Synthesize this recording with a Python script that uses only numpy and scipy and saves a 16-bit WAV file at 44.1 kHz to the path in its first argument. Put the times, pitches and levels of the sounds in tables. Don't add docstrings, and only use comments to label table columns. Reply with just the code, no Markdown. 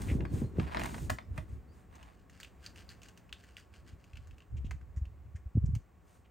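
import sys
import numpy as np
from scipy import signal
from scipy.fft import rfft, irfft, next_fast_len
from scipy.io import wavfile
from scipy.ndimage import uniform_filter1d, map_coordinates

SR = 44100
rng = np.random.default_rng(int(sys.argv[2]) if len(sys.argv) > 2 else 0)


def transcribe(signal):
    frames = np.atleast_2d(signal).T
    limited = np.clip(frames, -1, 1)
    pcm = np.round(limited * 32767).astype(np.int16)
    wavfile.write(sys.argv[1], SR, pcm)


N = 277999

# start_s, level_db, pitch_hz, treble_db
BITES = [(1.953, -66, 6740, 20.5), (2.028, -48.5, 2860, -5), (2.297, -53, 1840, 3), (2.401, -43, 1800, 3.5),
         (2.41, -47.5, 4500, -16.5), (2.431, -39, 2940, -1), (2.447, -42, 2710, -34), (2.653, -57, 4480, 7),
         (2.663, -37, 4520, -5.5), (2.759, -47.5, 2730, -2), (2.781, -48, 2840, -6),
         (2.891, -43.5, 4400, -3), (2.902, -51, 4330, -7), (3.018, -50.5, 2740, 2), (3.032, -47.5, 2780, 2),
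         (3.085, -49, 2900, 4), (3.175, -50, 2800, 2.5), (3.293, -53.5, 2580, -28),
         (3.327, -33, 2940, -16.5), (3.438, -52, 1810, -2), (3.568, -39.5, 2755, -8),
         (3.579, -48, 1860, -15), (3.739, -53, 2700, -21), (3.877, -66, 2690, 11), (4.041, -53.5, 2590, -2),
         (4.133, -49.5, 2600, -31), (4.156, -48, 2650, -19), (4.171, -45.5, 2670, -19),
         (4.272, -56.5, 1520, 2.5), (4.31, -52, 2620, -14), (4.382, -52.5, 2630, -4),
         (4.404, -52, 2750, -21), (4.421, -55.5, 2730, -18), (4.71, -38, 2050, -5.5),
         (4.713, -42.5, 1030, -18), (4.813, -56.5, 1550, -27), (5.054, -53, 2720, -31),
         (5.751, -44, 2600, 3.5)]
# start_s, hold_s, level_db
CHEWS = [(2.01, 0.2, -76.5), (2.33, 0.13, -66.5), (2.635, 0.026, -58), (2.775, 0.02, -57.5),
         (2.905, 0.0055, -56), (3.05, 0.027, -61.5), (3.175, 0.016, -72.5), (3.39, .13, -67.5),
         (3.575, 0.02, -61), (3.745, 0.02, -64.5), (3.875, 0.02, -64), (4.0, 0.33, -77)]
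# frequency_hz, gain_db
CRUMB_EQ = [(800, -30), (1550, 4.5), (2150, -3), (2850, 1), (3700, -10), (4500, -4.5), (5300, -9),
            (7300, -10), (10000, -13.5), (15000, -23.5)]
SPLINTER_EQ = [(2500, -3.5), (4500, -5.5), (5000, -6.5), (6400, 1), (8800, -6.5), (15000, -13)]
# start_s, hold_s, level_db, mouth_hz, lip_gain_db
SMACKS = [(4.565, 0.018, -64.5, 2540, -5.5), (4.643, 0.028, -65.5, 2750, -8.5),
          (4.959, 0.025, -71, 1900, 0), (5.354, 0.015, -64.5, 1920, -4.5),
          (5.655, 0.0028, -68.5, 2200, 10.5), (6.243, 0.018, -73.5, 2620, -23)]
# start_s, hold_s, grind_db, hiss_db
SCUFFS = [(0.01, 0.12, -59, -57.5), (0.34, 0.066, -62.5, -58), (0.599, 0.031, -53.5, -63.5),
          (0.668, 0.02, -54, -68), (0.726, 0.042, -45, -63), (0.799, 0.064, -46, -55),
          (0.885, 0.16, -77, -56.5), (1.08, 0.013, -82, -67), (1.372, 0.0077, -60.5, -67.5),
          (1.494, 0.047, -73, -74.5), (1.745, 0.068, -75, -75.5), (1.93, 0.16, -65.5, -76),
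          (6.084, 0.079, -77.5, -73)]
# start_s, level_db, pitch_hz, treble_db
GRIT = [(0.018, -44, 2030, 7), (0.205, -43, 2780, -27), (0.251, -39.5, 1530, -17), (0.597, -36, 1720, -30),
        (0.677, -47.5, 1880, -21), (0.746, -31, 1840, -22), (0.77, -29.5, 1850, -22),
        (0.795, -33.5, 2420, -5.5), (0.816, -33, 2650, -16), (0.835, -36.5, 2060, 1),
        (0.857, -35.5, 2170, 1), (0.943, -37, 1480, -9), (0.98, -41.5, 1900, -23), (1.097, -31.5, 1820, -8),
        (1.101, -26.5, 1450, -3), (1.185, -38, 1970, -58), (1.377, -38.5, 2140, -7),
        (1.381, -42.5, 2110, -20)]
# frequency_hz, gain_db
GRIND_EQ = [(260, -51.5), (470, -15), (650, -0.5), (760, -3), (1050, 0), (1230, -7), (1700, -4), (2650, -8),
            (3150, -13), (3580, -14.5), (4100, -17.5), (6000, -27), (13000, -53)]
HISS_EQ = [(2000, 1), (5700, -1), (6600, 3.5), (7500, 1.5), (8400, 3.5), (9400, 2.5), (11000, 3),
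           (15500, -8.5)]
# start_s, level_db
STEPS = [(1.099, -35.5), (1.381, -40)]
# start_s, hold_s, buffet_db, flutter_db
GUSTS = [(0.1, 0.056, -40, -41), (0.195, 0.057, -38.5, -41.5), (0.323, 0.055, -38.5, -39.5),
         (0.42, 0.031, -34, -38.5), (0.585, 0.032, -36, -36.5), (.63, 0.035, -39.5, -49),
         (0.768, 0.2, -43.5, -43.5), (1.019, 0.11, -39.5, -49), (1.291, 0.12, -41.5, -56.5),
         (1.5, 0.1, -46.5, -62), (3.8, 0.15, -55, -65), (4.15, 0.19, -51, -76), (4.532, 0.23, -39, -65.5),
         (4.761, 0.73, -52, -74), (5.625, 0.13, -33, -61)]
# peak_s, level_db, pitch_hz
PUFFS = [(0.091, -25, 99), (0.124, -20, 69), (0.115, -25.5, 248), (0.153, -23.5, 196), (0.189, -29.5, 294),
         (0.236, -27, 156), (0.34, -24, 100), (0.35, -38, 240), (0.386, -32, 113), (0.42, -22.5, 236),
         (0.432, -27, 163), (0.445, -24, 123), (.586, -23.5, 350), (0.591, -19.5, 120), (0.599, -23.5, 173),
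         (.636, -32, 149), (1.028, -32.5, 130), (1.054, -37, 85), (1.319, -33, 65.5), (1.385, -29.5, 123),
         (1.531, -36, 81), (3.935, -38, 80), (4.141, -35.5, 64), (4.544, -30, 67), (4.647, -34, 177),
         (4.658, -27.5, 67), (4.975, -25.5, 71), (5.022, -23.5, 67), (5.073, -34.5, 59.5), (5.353, -32, 80),
         (5.465, -30.5, 67.7), (5.557, -18, 112), (5.573, -22.5, 217), (5.58, -15, 95), (5.643, -20, 119),
         (5.69, -26, 136), (5.739, -24, 93.6), (5.765, -23.5, 101)]
# frequency_hz, gain_db
BUFFET_EQ = [(25, -15), (52, 4.5), (70, 9), (110, -3), (160, -15), (400, -71.5)]
FLUTTER_EQ = [(70, -26), (130, 5), (240, 3.5), (380, -3), (550, -14.5), (680, -22), (900, -24), (2000, -69)]
# start_s, length_s, from_hz, to_hz, level_db
CHIRPS = [(.255, .07, 4490, 4400, -72.5), (.425, .075, 4130, 4240, -73), (.66, .06, 4520, 4660, -73),
          (1.21, .05, 4900, 5250, -80), (1.672, .08, 4380, 5020, -78.5)]
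# time_s, gain_db
TRAFFIC_FADER = [(0, -59.5), (2.2, -65.5), (2.8, -60.5), (3.5, -64.5), (6.3, -66.5)]
# pitch_hz, half_width_hz, gain_db
DRONES = [(178.4, 16.3, -3), (733, 13, -13), (1111, 37, -14.5)]
# frequency_hz, gain_db
MURMUR_EQ = [(90, -22), (160, 4), (260, 1.5), (450, -2.5), (800, -8), (1200, -10), (1800, -12.5),
             (2600, -18), (3400, -26), (5600, -29), (7300, -25.5), (11000, -30.5), (15500, -27)]
RUMBLE_EQ = [(25, -15), (65, -1), (110, -8.5), (400, -60)]
# frequency_hz, side_minus_mid_db
WIDTH = [(60, -7), (300, -10.5), (800, -1), (2200, -24.5), (4400, -11), (6000, -48), (13000, -28)]
SHOE_WIDTH = [(400, 9), (800, 1), (1300, 5.5), (2400, -24), (4400, -9), (6000, -46)]
# frequency_hz, t60_s
YARD_DECAY = [(300, 0.19), (2500, 0.19), (8000, 0.25), (15000, 0.22)]
# frequency_hz, lag_rad
PORT_LAG = [(5000, 0), (8600, .5), (10400, 2.9), (11500, 3.3), (13600, 5.6)]

JAW_SLOPES, SCUFF_SLOPES, GUST_SLOPES = (691, 315), (363, 203), (494, 378)  # rise_db_per_s, fall_db_per_s


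def cat():
    bites = snaps(BITES, CRUMB_EQ, SPLINTER_EQ, attack_s=0.00034, hard_db=-32, step_db=-13, tone=0.7,
                  body_db=-10, treble_db=-7.5, crumble_db=-22.5, crumble_t60_s=0.064, ring_db=5)
    cracks = crackle(per_s=700, spread_db=5, bed_db=-7)
    crumbs = swells(CHEWS, *JAW_SLOPES) * coloured(cracks, CRUMB_EQ)
    return stereo(walls(bites + crumbs, wet_db=-9), WIDTH)


def smacks():
    track = np.zeros((2, N))
    for s, hold, db, mouth_hz, lip_db in SMACKS:
        mouth = rasp(hold, mouth_hz, q=2.05)
        lips = amp(lip_db) * rasp(hold, hz=6220, q=2.05)
        add(track, s, amp(db) * (mouth + lips))
    return stereo(walls(track, wet_db=-8), WIDTH)


def shoe():
    drag = swells([(s, hold, db) for s, hold, db, _ in SCUFFS], *SCUFF_SLOPES)
    sand = crackle(per_s=800, spread_db=4.5, bed_db=-7)
    grind = drag * coloured(sand, GRIND_EQ)
    grit = snaps(GRIT, GRIND_EQ, HISS_EQ, attack_s=0.00075, hard_db=-29, step_db=-8, tone=0.3,
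                 body_db=-1.5, treble_db=-6, crumble_db=-19, crumble_t60_s=0.03, ring_db=-6)
    return stereo(walls(amp(3) * grit, wet_db=-6) + grind, SHOE_WIDTH)


def sole(knock_hz=624, t60_s=0.086):
    track, t = np.zeros((2, N)), np.arange(SR // 8) / SR
    add(track, 0.08, amp(-48) * rasp(hold_s=0.038, hz=2230, q=2.8))
    for s, db in STEPS:
        knock = np.sin(2 * np.pi * (knock_hz * t + rng.random((2, 1))))
        add(track, s, amp(db - 60 * t / t60_s) * knock)
    return stereo(track, WIDTH)


def swish():
    slide = swells([(s, hold, db) for s, hold, _, db in SCUFFS], *SCUFF_SLOPES)
    hiss = coloured(crackle(per_s=2000, spread_db=4, bed_db=3), HISS_EQ)
    return stereo(slide * hiss, SHOE_WIDTH)


def wind(wobble_hz=30):
    buffet = swells([(s, hold, db) for s, hold, db, _ in GUSTS], *GUST_SLOPES)
    flutter = swells([(s, hold, db) for s, hold, _, db in GUSTS], *GUST_SLOPES)
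    breeze = amp(-41 - 10 * np.arange(N) / SR)
    air = np.hypot(buffet, breeze) * eddies(BUFFET_EQ)
    air += np.hypot(flutter, amp(-5.5) * breeze) * eddies(FLUTTER_EQ)
    thumps = puffs()
    lumps = rng.standard_normal(N * wobble_hz // SR + 4)
    wobble_db = 2.2 * map_coordinates(lumps, [np.arange(N) * wobble_hz / SR])
    return stereo(air * amp(wobble_db), WIDTH) + thumps


def eddies(eq):
    pressure = coloured(rng.standard_normal((2, N)), eq)
    power = np.abs(uniform_filter1d(pressure ** 2, 1300, axis=1))
    return pressure / np.sqrt(power + 0.00035)


def puffs():
    track, t = np.zeros(N), np.arange(-SR // 20, SR // 20) / SR
    nepers_per_cycle = np.where(t < 0, 5.77, 1.88)
    for s, db, hz in PUFFS:
        swing = np.sin(2 * np.pi * (hz * t + rng.random()))
        add(track, s + t[0], amp(db) * swing / np.cosh(nepers_per_cycle * hz * t))
    return track


def bird():
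    song = np.zeros((2, N))
    for s, length, from_hz, to_hz, db in CHIRPS:
        hz = np.linspace(from_hz, to_hz, int(length * SR))
        quiver = 1 + 0.1 * rng.standard_normal(len(hz))
        whistle = np.sin(2 * np.pi * np.cumsum(hz * quiver) / SR)
        add(song, s, amp(db) * signal.windows.tukey(len(hz)) * whistle)
    return walls(song, wet_db=-4)


def traffic():
    fader_db = np.interp(np.arange(N) / SR, *np.transpose(TRAFFIC_FADER))
    murmur = amp(-2.5) * coloured(rng.standard_normal((2, N)), MURMUR_EQ)
    rumble = amp(3.5) * coloured(rng.standard_normal((2, N)), RUMBLE_EQ)
    peaks = lambda f: sum(amp(db) / (1 + ((f - hz) / width) ** 2) for hz, width, db in DRONES)
    drones = amp(-7.5) * unit(filtered(rng.standard_normal((2, N)), peaks))
    return stereo(amp(fader_db) * (murmur + rumble + drones), WIDTH)


def walls(x, wet_db):
    hz, t, noise = signal.stft(rng.standard_normal((2, SR // 4)), SR, nperseg=256)
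    decay = amp(-60 * t / along(YARD_DECAY, hz)[:, None])
    tail = signal.istft(noise * decay, SR, nperseg=256)[1]
    return x + amp(wet_db) * signal.fftconvolve(x, tail / np.linalg.norm(tail[0]), axes=1)[:, :N]


def snaps(rows, body_eq, treble_eq, attack_s, hard_db, step_db, tone,
          body_db, treble_db, crumble_db, crumble_t60_s, ring_db):
    track, t = np.zeros((2, N)), np.arange(SR // 10) / SR
    noise = lambda: rng.standard_normal((2, len(t)))
    for s, db, hz, bright_db in rows:
        softness = np.clip((hard_db - db) / 16, 0, 1)
        cracks_s = np.array([[0], [rng.uniform(0.0011, 0.00376)], [rng.uniform(0.004, 0.0089)]])
        age = np.maximum(t - cracks_s, 0) / (attack_s * (1 + softness))
        crack_gains = amp(step_db * (1 - 0.5 * softness) * np.arange(3))
        envelope = crack_gains @ (age ** 2 * np.exp(-2 * age))
        ring = unit(envelope * np.sin(2 * np.pi * (hz * t + rng.random((2, 1)))))
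        snap = tone * ring + amp(body_db) * coloured(envelope * noise(), body_eq)
        snap += amp(treble_db + bright_db) * coloured(envelope * noise(), treble_eq)
        snap *= 6 / np.linalg.norm(snap, axis=1, keepdims=True)
        spikes = noise() ** 3
        resonance = lambda f: 1 / (1 + (3 * np.log(f / hz + 1e-6)) ** 2)
        dust = amp(bright_db + 9.5) * coloured(noise(), treble_eq)
        fragments = coloured(spikes, body_eq) + amp(ring_db) * unit(filtered(spikes, resonance)) + dust
        crumble = amp(crumble_db - 60 * t / crumble_t60_s) * (1 - np.exp(-t / attack_s))
        add(track, s, amp(db) * (snap + crumble * fragments))
    return track


def crackle(per_s, spread_db, bed_db):
    breaks = rng.random(N) < per_s / SR
    sizes = amp(spread_db * np.clip(rng.standard_normal(N), -2, 2))
    clicks = breaks * sizes * np.sign(rng.standard_normal((2, N)))
    return unit(clicks) + amp(bed_db) * rng.standard_normal((2, N))


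def rasp(hold_s, hz, q, attack_s=0.0054, release_s=0.0067):
    t = np.arange(SR // 8) / SR
    clicks = rng.standard_normal((2, len(t))) ** 3
    ring = unit(filtered(clicks, lambda f: 1 / (1 + 1j * q * (f / hz - hz / (f + 1))) ** 2))
    return ring * np.minimum(t / attack_s, 1) * np.exp(-np.maximum(t - hold_s, 0) / release_s)


def swells(events, rise_db_per_s, fall_db_per_s):
    t = np.arange(N) / SR
    level_db = np.full(N, -120.)
    for s, hold, db in events:
        below_db = np.maximum(rise_db_per_s * (s - t), fall_db_per_s * (t - s - hold))
        level_db = np.maximum(level_db, db - np.maximum(below_db, 0))
    return amp(level_db)


def coloured(x, eq):
    def response(hz):
        cepstrum = irfft(np.log(amp(along(eq, hz))))
        k = np.arange(len(cepstrum))
        causal_fold = 1 + np.sign(k) * np.sign(len(k) / 2 - k)
        return np.exp(rfft(cepstrum * causal_fold))
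    return unit(filtered(x, response))


def stereo(pair, width):
    side = filtered(pair[1], lambda hz: amp(along(width, hz)))
    return np.array([pair[0] + side, pair[0] - side])


def filtered(x, response):
    n = x.shape[-1]
    padded = next_fast_len(n + 2048)
    return irfft(rfft(x, padded) * response(np.fft.rfftfreq(padded, 1 / SR)), padded)[..., :n]


def along(points, hz):
    knots_hz, values = np.transpose(points)
    return np.interp(np.log(hz + 1), np.log(knots_hz + 1), values)


def add(track, s, sound):
    start = int(np.clip(round(s * SR), 0, N - 1))
    part = sound[..., :N - start]
    track[..., start:start + part.shape[-1]] += part


def amp(db):
    return 10 ** (np.asarray(db) / 20)


def unit(x):
    return x / np.sqrt(np.mean(x ** 2) + 1e-20)


def scene():
    return cat() + smacks() + shoe() + sole() + swish() + wind() + bird() + traffic()


def record(dry):
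    low_cut_hz, top_hz = 33, 15850
    right = filtered(dry[1], lambda hz: np.exp(-1j * along(PORT_LAG, hz)))
    passband = lambda hz: hz ** 4 / (hz ** 4 + low_cut_hz ** 4) * (hz < top_hz)
    return filtered(np.array([dry[0], right]), passband)


dry = scene()
out = record(dry)
transcribe(out)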